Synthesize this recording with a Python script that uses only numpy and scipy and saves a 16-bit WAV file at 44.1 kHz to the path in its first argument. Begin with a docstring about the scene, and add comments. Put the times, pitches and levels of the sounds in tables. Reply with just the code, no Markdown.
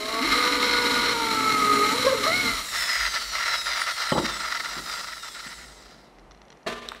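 """An electric hand drill bores through a steel strip held on a wooden bench, over a steady murmur and a low rumble.
First the gears whine and the bit grinds under load, with a brief moan as it takes hold; it breaks through and is lifted.
Then the drill coasts: the commutator sings a falling comb, loose gears rattle and the work is knocked onto the bench.
The last gear teeth drop as the motor stops; then a cut to the ringing, reverberant tail of a bang, and iron parts tick.
Modes and shaped noise make the impacts and friction, sums of sines the gear and commutator lines; one microphone."""
import sys
import numpy as np
from scipy import signal
from scipy.fft import rfft, irfft, next_fast_len
from scipy.io import wavfile
from scipy.ndimage import uniform_filter1d

SR = 44100
rng = np.random.default_rng(int(sys.argv[2]) if len(sys.argv) > 2 else 0)


def master_out(mix):
    """Clip the mix to full scale and print it as 16-bit PCM to the path in sys.argv[1]."""
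    frames = np.transpose(np.atleast_2d(mix))
    ceiling = np.clip(frames, -1, 1)
    pcm = np.round(ceiling * 32767).astype(np.int16)
    wavfile.write(sys.argv[1], SR, pcm)


N = 308695
T = np.arange(N) / SR
TOP_HZ = 15740  # upper limit of the recorded band

# Workshop murmur: (frequency [Hz], level per Hz [dB])
SHOP_SPECTRUM = [(53, -28), (90, -50), (125, 2.5), (805, -1), (1580, -10.5), (2060, -11.5), (2480, -14.5),
                 (4050, -24), (12000, -33.5), (15600, -70), (22000, -120)]
SHOP_DB = -54.5
# Swells of the low rumble: (time [s], rise [s], fall [s], level [dB])
RUMBLE_SWELLS = [(0.68, 0.14, 0.31, -53), (1.019, 0.062, 0.19, -50), (1.69, 0.091, 0.11, -55),
                 (2.49, 0.09, 0.13, -43), (3.04, 0.044, 0.041, -44), (4.21, .05, .1, -47),
                 (5.69, .06, 0.046, -65), (6.26, 0.045, 0.11, -55.5)]
RUMBLE_DB, RUMBLE_WAVER_DB = -57.5, 4

# Gear whine under load: (time [s], main line [Hz], level [dB])
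WHINE_COURSE = [(0.0, 417.7, -40.5), (0.1, 439.5, -37), (0.2, 457, -31), (0.28, 445, -58),
                (0.33, 446.3, -42), (0.37, 489, -38), (0.44, 495.4, -32.5), (0.8, 481.4, -33),
                (1.12, 481, -34), (1.15, 466, -34.5), (1.3, 447.5, -35), (1.5, 431.3, -29.5),
                (1.6, 421.6, -34), (1.8, 413.5, -32), (1.9, 426.8, -31.5), (1.95, 463, -33),
                (2.0, 486.4, -31.5), (2.05, 501, -30), (2.075, 553.5, -28), (2.13, 535.5, -20),
                (2.155, 469.3, -30), (2.2, 411.6, -37.5), (2.255, 403.3, -32), (2.27, 618.7, -30),
                (2.35, 723, -30.5), (2.43, 733, -37), (2.5, 686, -33), (2.62, 650, -42.5)]
# Whine lines as multiples of the main line: (multiple [1])
WHINE_MULTIPLES = (1, 2, 3, 5, 1.5, 2.5)
# Strength of each whine line: (level [dB])
WHINE_MULTIPLES_DB = (0, -3.5, -1, -15, -3.5, -5.5)
# Resonances of the gear case: (frequency [Hz], nominal width [Hz], level [dB])
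CASE_MODES = [(414.6, 20, -1), (476, 35, -1.5), (581, 91, 2.5), (658, 74, -4.5), (694, 99, -17.5),
              (890, 51, -2), (929, 46, 5), (1182, 144, 1.5), (1212, 174, 5), (1406, 450, -1),
              (2198, 230, 11.5)]
FLUTE_TURNS, FLUTE_DEPTH = .12, .35  # flutes bite once in about eight whine cycles and make it beat
HALVES_UNTIL_S, HALVES_FADE_DB_PER_S = 0.47, -150  # every other tooth is louder until the bit has settled
GRIP_AT_S, LOOSE_DB = .32, -14  # the upper whole lines stay faint until the bit grips
BREAK_S, BREAK_LENGTH_S = 1.95, 0.2975  # the bit breaks through
WAVER, FREE_WAVER, BREAK_EXTRA_WAVER = 0.0036, .009, 0.01812  # pitch waver as a share: before, after, added
BREAK_UPPER_DB, GROWL_DB = -10, 4  # at breakthrough: upper lines weaken, the whine shudders fast
FREE_S, FREE_DB = 2.37, -9  # the bit spins free: the main line thins

# Bit cutting: (time [s], feed [dB], chatter of the strip [dB], chatter of the tool [dB])
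FEED_COURSE = [(0.0, -41.5, -37, -35.5), (0.2, -41.5, -32, -34.5), (0.33, -35.5, -24.5, -27),
               (0.46, -37, -27, -28.5), (0.76, -37.5, -26, -27), (0.93, -36, -27, -28.5),
               (1.06, -37, -26.5, -26.5), (1.11, -37, -25, -27.5), (1.15, -38.5, -33.5, -32),
               (1.4, -37, -29.5, -31.5), (1.73, -36, -28.5, -33), (1.95, -35, -28, -30.5),
               (2.05, -36, -30.5, -30), (2.17, -39, -32.5, -35), (2.26, -35.5, -27.5, -29),
               (2.35, -36.5, -36, -31), (2.48, -36, -31, -31.5), (2.6, -37, -35, -34), (2.7, -47, -49, -47),
               (2.74, -46, -55, -54)]
# Resonances of the bench: (frequency [Hz], width [Hz], level [dB])
BENCH_MODES = [(213, 59, -9), (281, 35.5, 4.5), (441, 61, -4), (650, 126, -3.5)]
# Resonances of the bench legs: (frequency [Hz], width [Hz], level [dB])
LEG_MODES = [(86, 37, -10), (109.5, 27, 1.5), (187, 160, 1.5)]
# Resonances of the steel strip: (frequency [Hz], width [Hz], level [dB])
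STRIP_MODES = [(900, 47, -14.5), (1158, 64, -6.5), (1253, 84, -2), (1363, 320, -2.5), (1960, 630, -2.5),
               (2120, 130, 0)]
# Resonances of the tool: (frequency [Hz], width [Hz], level [dB])
TOOL_MODES = [(3110, 580, -1), (3950, 196, 8.5), (4285, 226, 5), (5150, 120, -1), (5655, 59, -7)]
# Chip hiss: (frequency [Hz], level per Hz [dB])
HISS_SPECTRUM = [(3530, 1.5), (6000, 5.5), (6470, 1), (7040, 3), (8420, 0.5), (9260, -0.5), (10100, -2),
                 (10700, 0), (15100, -9), (15500, -18)]
# Resonances of the drill bit: (frequency [Hz], width [Hz], level [dB])
BIT_MODES = [(6890, 83, 6.5), (7800, 230, 2), (8360, 210, -12), (9100, 180, 5), (10570, 180, -3),
             (13400, 200, -9), (14800, 120, -7)]
BIT_DB = -9.5  # ring of the bit within the chip hiss
BENCH_DB, THROUGH_DB = 3.5, -3.5  # bench over the feed; its change once the bit is through
LEGS_DB, LEGS_DB_PER_S, LEGS_TOP_DB = -24.5, 15.5, -7.5  # over the feed: legs shake more as the hole deepens
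LIFT_S, LIFT_DB_PER_S = 2.47, -130  # the bench falls silent as the drill is lifted

# Bit biting in: (time [s], frequency [Hz], level [dB])
GROAN_COURSE = [(.2, 240, -30), (.22, 248, -25), (.25, 335, -27), (.29, 335, -40)]

# Running down: (time [s], housing ring [dB], fan air over it [dB])
RUN_COURSE = [(2.62, -43.5, 2), (2.8, -33.5, -2.5), (3.1, -35.5, -8), (3.8, -38.5, -5.5), (4.3, -42, -5),
              (4.8, -45.5, -2), (4.92, -42.5, -2.5), (5.1, -47.5, -4), (5.5, -51, -3), (5.7, -56.5, -4),
              (6.0, -62, -8), (6.3, -80, -19)]
# Fits of loose gear rattle: (time [s], length [s], level [dB], chuck ring over it [dB])
RATTLE_FITS = [(2.722, 0.043, -38, 2), (2.763, 0.1, -45, 11), (2.874, 0.21, -38, 7),
               (3.067, 0.016, -43, -2), (3.133, 0.033, -37.5, -1), (3.157, 0.026, -37.5, 4),
               (3.187, 0.039, -47, -3), (3.328, .025, -38, -10), (3.35, 0.096, -34, 1),
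               (3.454, 0.11, -33.5, 0.5), (3.57, 0.025, -42, -4), (3.615, .008, -37, 0),
               (3.656, 0.17, -33, 0), (3.822, 0.05, -39.5, -6), (3.868, .055, -32.5, -2),
               (3.963, 0.022, -43, 0), (3.977, 0.1, -33, -4.5), (4.086, 0.039, -36, -1),
               (4.172, 0.023, -36, -4), (4.217, 0.034, -41, -4), (4.249, 0.018, -31, -3.5),
               (4.277, 0.1, -37, -3), (4.398, 0.031, -35.5, -5), (4.433, 0.033, -31, -2.5),
               (4.474, 0.042, -38, -3), (4.519, .014, -30, -2), (4.542, 0.037, -33.5, -1.5),
               (4.6, 0.012, -32, -2), (4.64, 0.024, -32, -5), (4.663, 0.14, -38.5, -5.5),
               (4.817, .012, -44, -15), (4.861, 0.059, -41.5, -7), (4.916, 0.023, -39, -2),
               (4.938, 0.081, -40, -3.5), (5.03, 0.024, -40, -3), (5.069, 0.061, -45, -4),
               (5.129, 0.011, -40.5, 1), (5.164, 0.024, -43, -5), (5.231, 0.059, -43, -5.5),
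               (5.345, 0.066, -45, 0), (5.43, 0.039, -47, -3), (5.465, 0.015, -45, 2),
               (5.487, 0.052, -47, 0.5), (5.578, 0.074, -53, 1), (5.67, 0.28, -63, -4), (5.9, 0.11, -72, 0)]
# Resonances of the gearbox: (frequency [Hz], width [Hz], level [dB])
GEARBOX_MODES = [(654, 104, -12), (937, 43, -7.5), (1250, 400, 2.5), (1367, 103, 5.5)]
# Resonances of the chuck: (frequency [Hz], width [Hz], level [dB])
CHUCK_MODES = [(1778, 240, 3), (1836, 87, 5.5), (2015, 184, 3.5), (2880, 2300, -7)]
# Resonances of the motor housing: (frequency [Hz], width [Hz], level [dB])
HOUSING_MODES = [(2550, 330, -3), (3300, 1430, 9.5), (3910, 260, 11), (4190, 170, 6.5), (4767, 200, 8),
                 (5510, 730, 8)]
# Fan air: (frequency [Hz], level per Hz [dB])
FAN_SPECTRUM = [(3530, -1), (6000, -25), (6580, 7), (7830, 7), (9370, 1.5), (10300, 1), (13000, -4),
                (15500, -6)]
FIT_EDGE_S, FIT_HOUSING_DB = 0.011, -5  # slope of a fit's ends; housing ring in a fit, over the gears
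IDLE_DB, IDLE_CHUCK_DB = -6.5, -5  # gears and chuck between fits, over the housing ring

# Colour of the commutator lines: (frequency [Hz], level [dB])
COMB_COLOUR = [(1500, -30), (2800, -13), (3300, -8), (3650, -3), (4000, 1), (4300, -3), (4600, -4),
               (4950, 1.5), (5250, -1), (5600, -4), (5950, -11), (6300, -8), (6800, -14), (7200, -10),
               (7650, -6), (8100, -10), (8800, -15), (11500, -22), (14000, -29)]
# First multiples of the bar rate, in order: (level [dB])
FIRST_LINES_DB = (0, -4, 0, 1, -5, -3, -7, -1, -5, -4)
HIGH_LINES_DB, COMB_DB = -4, 2.5  # the higher multiples; the whole comb over the housing ring
# Bar rate after switch-off: air drag slows in proportion to speed, bearings steadily, the hole grips at first
OFF_S, DRAG_HZ, DRAG_S, BEARING_HZ, GRIP_HZ, GRIP_S = 2.43, 4784, 7.19, 2779, 200, .144
# Lines above this frequency gain on the rest as the speed halves
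SPARK_HZ, SPARK_DB_PER_OCTAVE, SPARK_TOP_DB = 6000, 3, 4
BLUR_HZ = 300  # below this bar rate the lines sink into the hiss

# Work set down on the bench: (time [s], nominal level [dB], push [ms], judder t60 [s])
BENCH_KNOCKS = [(4.121, -15.5, 0.14, 0.075), (4.150, -20, 0.66, 0.14), (4.163, -24, 0.39, 0.085),
                (4.179, -18, 0.27, 0.06), (4.197, -19, 1.4, 0.13), (4.229, -20, 3.1, 0.13),
                (4.764, -32.5, 2.8, 0.26), (5.461, -35, 3.1, 0.13)]
# Modes of the plank: (frequency [Hz], level [dB], t60 [s])
PLANK_MODES = [(190, -21, 0.05), (310, -3, 0.025), (385, -4.5, 0.056), (546, 5, 0.016), (650, -6, 0.031),
               (886, 5.5, 0.019), (1120, 2, 0.018), (1810, -10, 0.021), (3090, -2, 0.016)]

# Last gear teeth dropping as the motor stops: (time [s], nominal level [dB])
TOOTH_DROPS = [(6.1853, -40), (6.195, -43), (6.2055, -60), (6.3103, -36), (6.3175, -36), (6.3474, -42),
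               (6.3744, -47), (6.4172, -36.5), (6.4522, -44), (6.4824, -43), (6.503, -32.5), (6.5195, -39),
               (6.5263, -35), (6.5715, -45), (6.6303, -45)]
# Modes struck by a tooth: (frequency [Hz], level [dB], t60 [s])
TOOTH_MODES = [(1400, -4, .006), (2050, 0, .009), (2900, -2, .005), (3500, -2, .005), (4150, 0, .009),
               (5000, -1, .005), (5700, -1, .008)]

# Colour of the bang's tail: (frequency [Hz], level per Hz [dB])
TAIL_SPECTRUM = [(47, -50), (80, -24), (246, -10.5), (294, -16), (409, -4.5), (545, -14.5), (650, -9),
                 (865, -19.5), (1200, -12.5), (2200, -18), (3700, -19.5), (6000, -28.5), (15500, -46.5)]
# Decay of the hall: (frequency [Hz], t60 [s])
HALL_DECAY = [(200, 1.0), (800, 1), (3000, 1), (9000, 0.99)]
# Ringing iron: (frequency [Hz], level [dB], t60 [s])
IRON_MODES = [(236, 0, 0.9), (420, -17, 0.41), (646, 8, 0.23), (1026, -1, 0.83), (1185, 1.5, 0.94),
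              (1200, -20, .5), (1710, -12, 0.86), (1780, 0, 0.79), (1890, -14, 0.69)]
TAIL_S, TAIL_DB, IRON_DB = 6.664, -33, -38.5
EARLY_DB, EARLY_T60_S = 10, 0.12  # first echoes above the tail; time for this dB excess to shrink 1000-fold

# Iron parts touching: (time [s], nominal level [dB], ring [Hz], length [ms])
IRON_TICKS = [(6.8873, -18, 3800, 1.95), (6.9183, -23, 1270, 2.3), (6.9233, -35, 900, 3.6),
              (6.9474, -32, 1760, 3.6)]

ROOM_DB, ROOM_T60_S = -12, 0.64


def undb(db):
    """Level definition: decibels to an amplitude ratio."""
    return 10 ** (np.asarray(db) / 20)


def unit(x):
    """Normalisation to a root-mean-square of 1."""
    return x / np.sqrt(np.mean(x ** 2))


def curves(table):
    """Linear interpolation of a table's columns over time, and a gate that is open while the table lasts."""
    s, *columns = np.transpose(table)
    opening = T - s[0] + .02 * (s[0] < .01)  # already open if the table starts with the sound
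    gate = np.clip(np.minimum(opening, s[-1] - T) / .02, 0, 1)
    return [np.interp(T, s, c) for c in columns] + [gate]


def span(s, length, edge):
    """Trapezoidal window: 1 for a stretch of time, with sloping ends."""
    return np.clip(np.minimum(T - s, s + length - T) / edge + .5, 0, 1)


def onward(s, edge):
    """Ramp function: 0 before a moment, 1 from then on, with a sloping rise."""
    return np.clip((T - s) / edge + .5, 0, 1)


def walk(rate):
    """Smoothed random process: levels held 1 / rate s, then averaged twice over the same time."""
    k = int(SR / rate)
    held = np.repeat(rng.standard_normal(N // k + 1), k)
    return 1.543 * uniform_filter1d(uniform_filter1d(held, k), k)[:N]


def grit(rate, spread_db, smooth):
    """Shot noise of friction: random clicks of uneven size over a share of smooth noise."""
    when, size, noise = rng.random(N), rng.exponential(size=N), rng.standard_normal(N)
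    clicks = (when < rate / SR) * np.sign(noise) * undb(spread_db * np.minimum(size, 4))
    return unit(clicks) + smooth * noise


def resonate(x, modes):
    """Forced resonance: a sum of band-passes with alternating signs, scaled to rms 1."""
    out = 0
    for k, (hz, width, db) in enumerate(modes):
        band = signal.lfilter(*signal.iirpeak(hz, hz / width, SR), x)
        out = out + (-1) ** k * undb(db) / np.sqrt(width) * band
    return unit(out)


def ring(x, modes):
    """Free vibration: exponentially decaying modes struck by x."""
    out = 0
    for hz, db, t60 in modes:
        pole = np.exp(2j * np.pi * hz / SR - np.log(1000) / (t60 * SR))
        out = out + undb(db) * signal.lfilter([1], [1, -pole], x).imag
    return out


def colour(x, spectrum):
    """Spectral shaping: weights each frequency by (Hz, dB) points, scaled to rms 1."""
    hz, db = np.transpose(spectrum)
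    size = next_fast_len(N)
    bins_hz = np.arange(1, size // 2 + 2) * SR / size
    gain = undb(np.interp(np.log(bins_hz), np.log(hz), db))
    return unit(irfft(rfft(x, size) * gain, size)[:N])


def shop():
    """Filtered noise: a dull, slowly wavering murmur of the building and a rumble near 50 Hz that swells."""
    swells = 0
    for s, rise, fall, db in RUMBLE_SWELLS:
        swells = swells + undb(db) * np.exp(-((T - s) / np.where(T < s, rise, fall)) ** 2)
    rumble = resonate(resonate(rng.standard_normal(N), [(48.6, 15, 0)]), [(49.2, 10.5, 0)])
    rumble_gain = undb(RUMBLE_DB + RUMBLE_WAVER_DB * walk(5.26)) + swells
    murmur = undb(SHOP_DB + 2.0 * walk(4)) * colour(rng.standard_normal(N), SHOP_SPECTRUM)
    return murmur + rumble_gain * rumble


def whine():
    """Tooth meshing and resonance: lines follow the load, swell at modes of the case, waver most at breakthrough."""
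    live = T < WHINE_COURSE[-1][0]
    t, (hz, level_db, gate) = T[live], np.array(curves(WHINE_COURSE))[:, live]
    breaking = span(BREAK_S, BREAK_LENGTH_S, 0.038)[live]
    waver = np.where(t > BREAK_S, FREE_WAVER, WAVER) + BREAK_EXTRA_WAVER * breaking
    phase = 2 * np.pi * np.cumsum(hz * (1 + waver * walk(60)[live])) / SR
    flutter_db = 1.2 + 150 * waver
    beat = 1 + FLUTE_DEPTH * np.sin(FLUTE_TURNS * phase + walk(12)[live])

    halves_db = HALVES_FADE_DB_PER_S * np.maximum(t - HALVES_UNTIL_S, 0)
    upper_db = BREAK_UPPER_DB * breaking + LOOSE_DB * (1 - onward(GRIP_AT_S, .05)[live])
    main_db = FREE_DB * onward(FREE_S, .06)[live]
    lines = 0
    for k, db in zip(WHINE_MULTIPLES, WHINE_MULTIPLES_DB):
        case = 0
        for f, width, top_db in CASE_MODES:
            detuning = 2 * (k * hz - f) / (1.715 * width)
            case = case + undb(top_db) / (1 + detuning ** 2) ** 2
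        fade_db = halves_db if k % 1 else upper_db if k > 1 else main_db
        lines = lines + case * undb(db + fade_db + flutter_db * walk(34.7)[live]) * np.sin(k * phase)

    growl_db = GROWL_DB * breaking * walk(160)[live]
    out = np.zeros(N)
    out[live] = gate * beat * np.sqrt(2) * undb(level_db + growl_db) * lines
    return out


def cutting():
    """Intermittent fracture: chips tear off in uneven bursts and shake bench, strip, tool and bit."""
    feed_db, strip_db, tool_db, gate = curves(FEED_COURSE)
    tear = grit(1500, 2.4, 0.96) * undb(0.63 * walk(44.77) + 1.05 * walk(170))
    fine = 0.77 * tear + rng.standard_normal(N)
    # time reversal gives the bit's ring a drive unlike that of the hiss
    hiss = colour(fine, HISS_SPECTRUM) + undb(BIT_DB) * resonate(fine[::-1], BIT_MODES)

    bench_db = BENCH_DB + THROUGH_DB * onward(BREAK_S + 0.03, .06)
    legs_db = np.minimum(LEGS_DB + LEGS_DB_PER_S * T, LEGS_TOP_DB)
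    bench = undb(bench_db) * resonate(tear, BENCH_MODES) + undb(legs_db) * resonate(tear, LEG_MODES)
    bench = bench * undb(LIFT_DB_PER_S * np.maximum(T - LIFT_S, 0))

    steel = undb(strip_db) * resonate(tear, STRIP_MODES) + undb(tool_db) * resonate(tear, TOOL_MODES)
    return gate * (undb(feed_db) * (bench + hiss) + steel)


def groan():
    """Frequency glide of a sine: a short rising moan as the bit takes hold."""
    hz, db, gate = curves(GROAN_COURSE)
    return gate * undb(db) * np.sin(2 * np.pi * np.cumsum(hz) / SR)


def coasting():
    """Impacts across backlash: unloaded teeth clatter in fits while fan and brushes fade."""
    housing_db, fan_db, gate = curves(RUN_COURSE)
    clatter = grit(1100, 2.3, .8) * undb(1.1 * walk(90))
    air = clatter + 0.25 * rng.standard_normal(N)
    wind = 0.87 * clatter + rng.standard_normal(N)

    run = undb(housing_db)
    each_fit = np.array([undb(db) * span(s, length, FIT_EDGE_S) for s, length, db, _ in RATTLE_FITS])
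    fits = each_fit.sum(axis=0)
    chuck_fits = undb(np.transpose(RATTLE_FITS)[-1]) @ each_fit

    gears = (fits + undb(IDLE_DB) * run) * resonate(clatter, GEARBOX_MODES)
    chuck_ring = resonate(resonate(clatter, [(1770, 1400, 0)]), CHUCK_MODES)
    chuck = (chuck_fits + undb(IDLE_CHUCK_DB) * run) * chuck_ring
    housing = (run + undb(FIT_HOUSING_DB) * fits) * resonate(air, HOUSING_MODES)
    fan = run * undb(fan_db) * colour(wind, FAN_SPECTRUM)
    brushes = run * undb(COMB_DB) * commutator()
    return gate * (gears + chuck + housing + fan + brushes)


def commutator():
    """Periodic excitation: brushes cross the bars and give multiples of the bar rate, coloured by the housing."""
    live = (T > RUN_COURSE[0][0]) & (T < RUN_COURSE[-1][0])
    age = T[live] - OFF_S
    bar_hz = DRAG_HZ * np.exp(-age / DRAG_S) - BEARING_HZ + GRIP_HZ * np.exp(-age / GRIP_S)
    bar_hz = np.maximum(bar_hz, 60)
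    phase = 2 * np.pi * np.cumsum(bar_hz) / SR

    f, db = np.transpose(COMB_COLOUR)
    spark_db = np.minimum(SPARK_DB_PER_OCTAVE * np.log2(1100 / bar_hz), SPARK_TOP_DB)
    lines = 0
    for k, start in enumerate(2 * np.pi * rng.random(44), 1):
        line_hz = k * bar_hz
        # each line flickers, the high ones most
        flicker_db = min(.6 + .45 * k, 3.6) * walk(26)[live]
        order_db = FIRST_LINES_DB[k - 1] if k <= len(FIRST_LINES_DB) else HIGH_LINES_DB
        line_db = np.interp(np.log(line_hz), np.log(f), db) + flicker_db + order_db
        line_db = line_db + (line_hz > SPARK_HZ) * spark_db
        lines = lines + (line_hz < TOP_HZ) * undb(line_db) * np.sin(k * phase + start)

    out = np.zeros(N)
    out[live] = lines * (bar_hz / 1500) ** .2 * np.minimum(bar_hz / BLUR_HZ, 1)
    return out


def knocks():
    """Impulse response: a push and the judder after it ring the plank; a longer push is duller."""
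    force, t = np.zeros(N), T[:6000]
    shakes = rng.standard_normal((len(BENCH_KNOCKS), 6000))
    for (s, db, ms, t60), shake in zip(BENCH_KNOCKS, shakes):
        push = np.hanning(int(ms * SR / 1000) + 3)
        judder = (t == 0) + 0.18 * shake * 1000 ** (-t / t60)
        blunted = np.convolve(judder, push / push.sum())[:6000]
        force[int(s * SR):][:6000] += 0.34 * undb(db) * blunted
    high_pass = signal.butter(2, 130, "high", fs=SR, output="sos")
    return signal.sosfilt(high_pass, ring(force, PLANK_MODES))


def teeth():
    """Modal excitation: each dropping tooth scrapes briefly into the housing, which muffles the top."""
    force = np.zeros(N)
    for (s, db), scrape in zip(TOOTH_DROPS, rng.standard_normal((len(TOOTH_DROPS), 200))):
        force[int(s * SR):][:200] += 0.05 * undb(db) * scrape * np.exp(-T[:200] / 0.0024)
    muffle = signal.butter(4, 6300, fs=SR, output="sos")
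    return signal.sosfilt(muffle, ring(force, TOOTH_MODES))


def bang_tail():
    """Free vibration and reverberation: the tail of a bang, ringing iron in a dense decaying hall."""
    age = np.maximum(T - TAIL_S, 0)
    noise = colour(rng.standard_normal(N) * undb(2.0 * walk(87)), TAIL_SPECTRUM)
    middles = [np.sqrt(a[0] * b[0]) for a, b in zip(HALL_DECAY, HALL_DECAY[1:])]
    edges = [30] + middles + [TOP_HZ]
    tail = 0
    for k, (_, t60) in enumerate(HALL_DECAY):
        band = signal.butter(1, edges[k:k + 2], "band", fs=SR, output="sos")
        tail = tail + signal.sosfiltfilt(band, noise) * 1000 ** (-age / t60)
    early = undb(EARLY_DB * 1000 ** (-age / EARLY_T60_S))
    onset = np.minimum(age / 0.0094, 1)
    impulse = np.diff((T >= TAIL_S) * 1., prepend=0)  # starts the iron modes
    return undb(TAIL_DB) * tail * onset * early + undb(IRON_DB) * ring(impulse, IRON_MODES)


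def ticks():
    """Inharmonic partials: each touch is a short burst of ring with two overtones and a crack."""
    out = np.zeros(N)
    for (s, db, hz, ms), noise in zip(IRON_TICKS, rng.standard_normal((len(IRON_TICKS), 400))):
        t = T[:int(ms * SR / 1000)]
        turn = 2 * np.pi * hz * t
        tone = np.sin(turn) + .3 * np.sin(1.45 * turn) + 0.091 * np.sin(2.11 * turn)
        crack = 0.78 * uniform_filter1d(noise, size=8)[:len(t)]
        out[int(s * SR):][:len(t)] += undb(db) * (tone + crack) * np.hanning(len(t)) ** .6
    return out


def scene():
    """Superposition: close sources with a short room behind them, the bang's tail and the murmur."""
    near = whine() + cutting() + groan() + coasting() + knocks() + teeth() + ticks()
    t = T[:SR // 3]
    echo = rng.standard_normal(len(t)) * 1000 ** (-t / ROOM_T60_S) * (t > .005)
    wet = signal.fftconvolve(near, echo / np.linalg.norm(echo))[:N]
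    mono = near + undb(ROOM_DB) * wet + bang_tail() + shop()
    return np.array([mono, mono])


def record(dry):
    """Band limitation: the recorder cuts the top."""
    return signal.sosfilt(signal.ellip(14, .3, 70, TOP_HZ, fs=SR, output="sos"), dry)


dry = scene()
out = record(dry)
master_out(out)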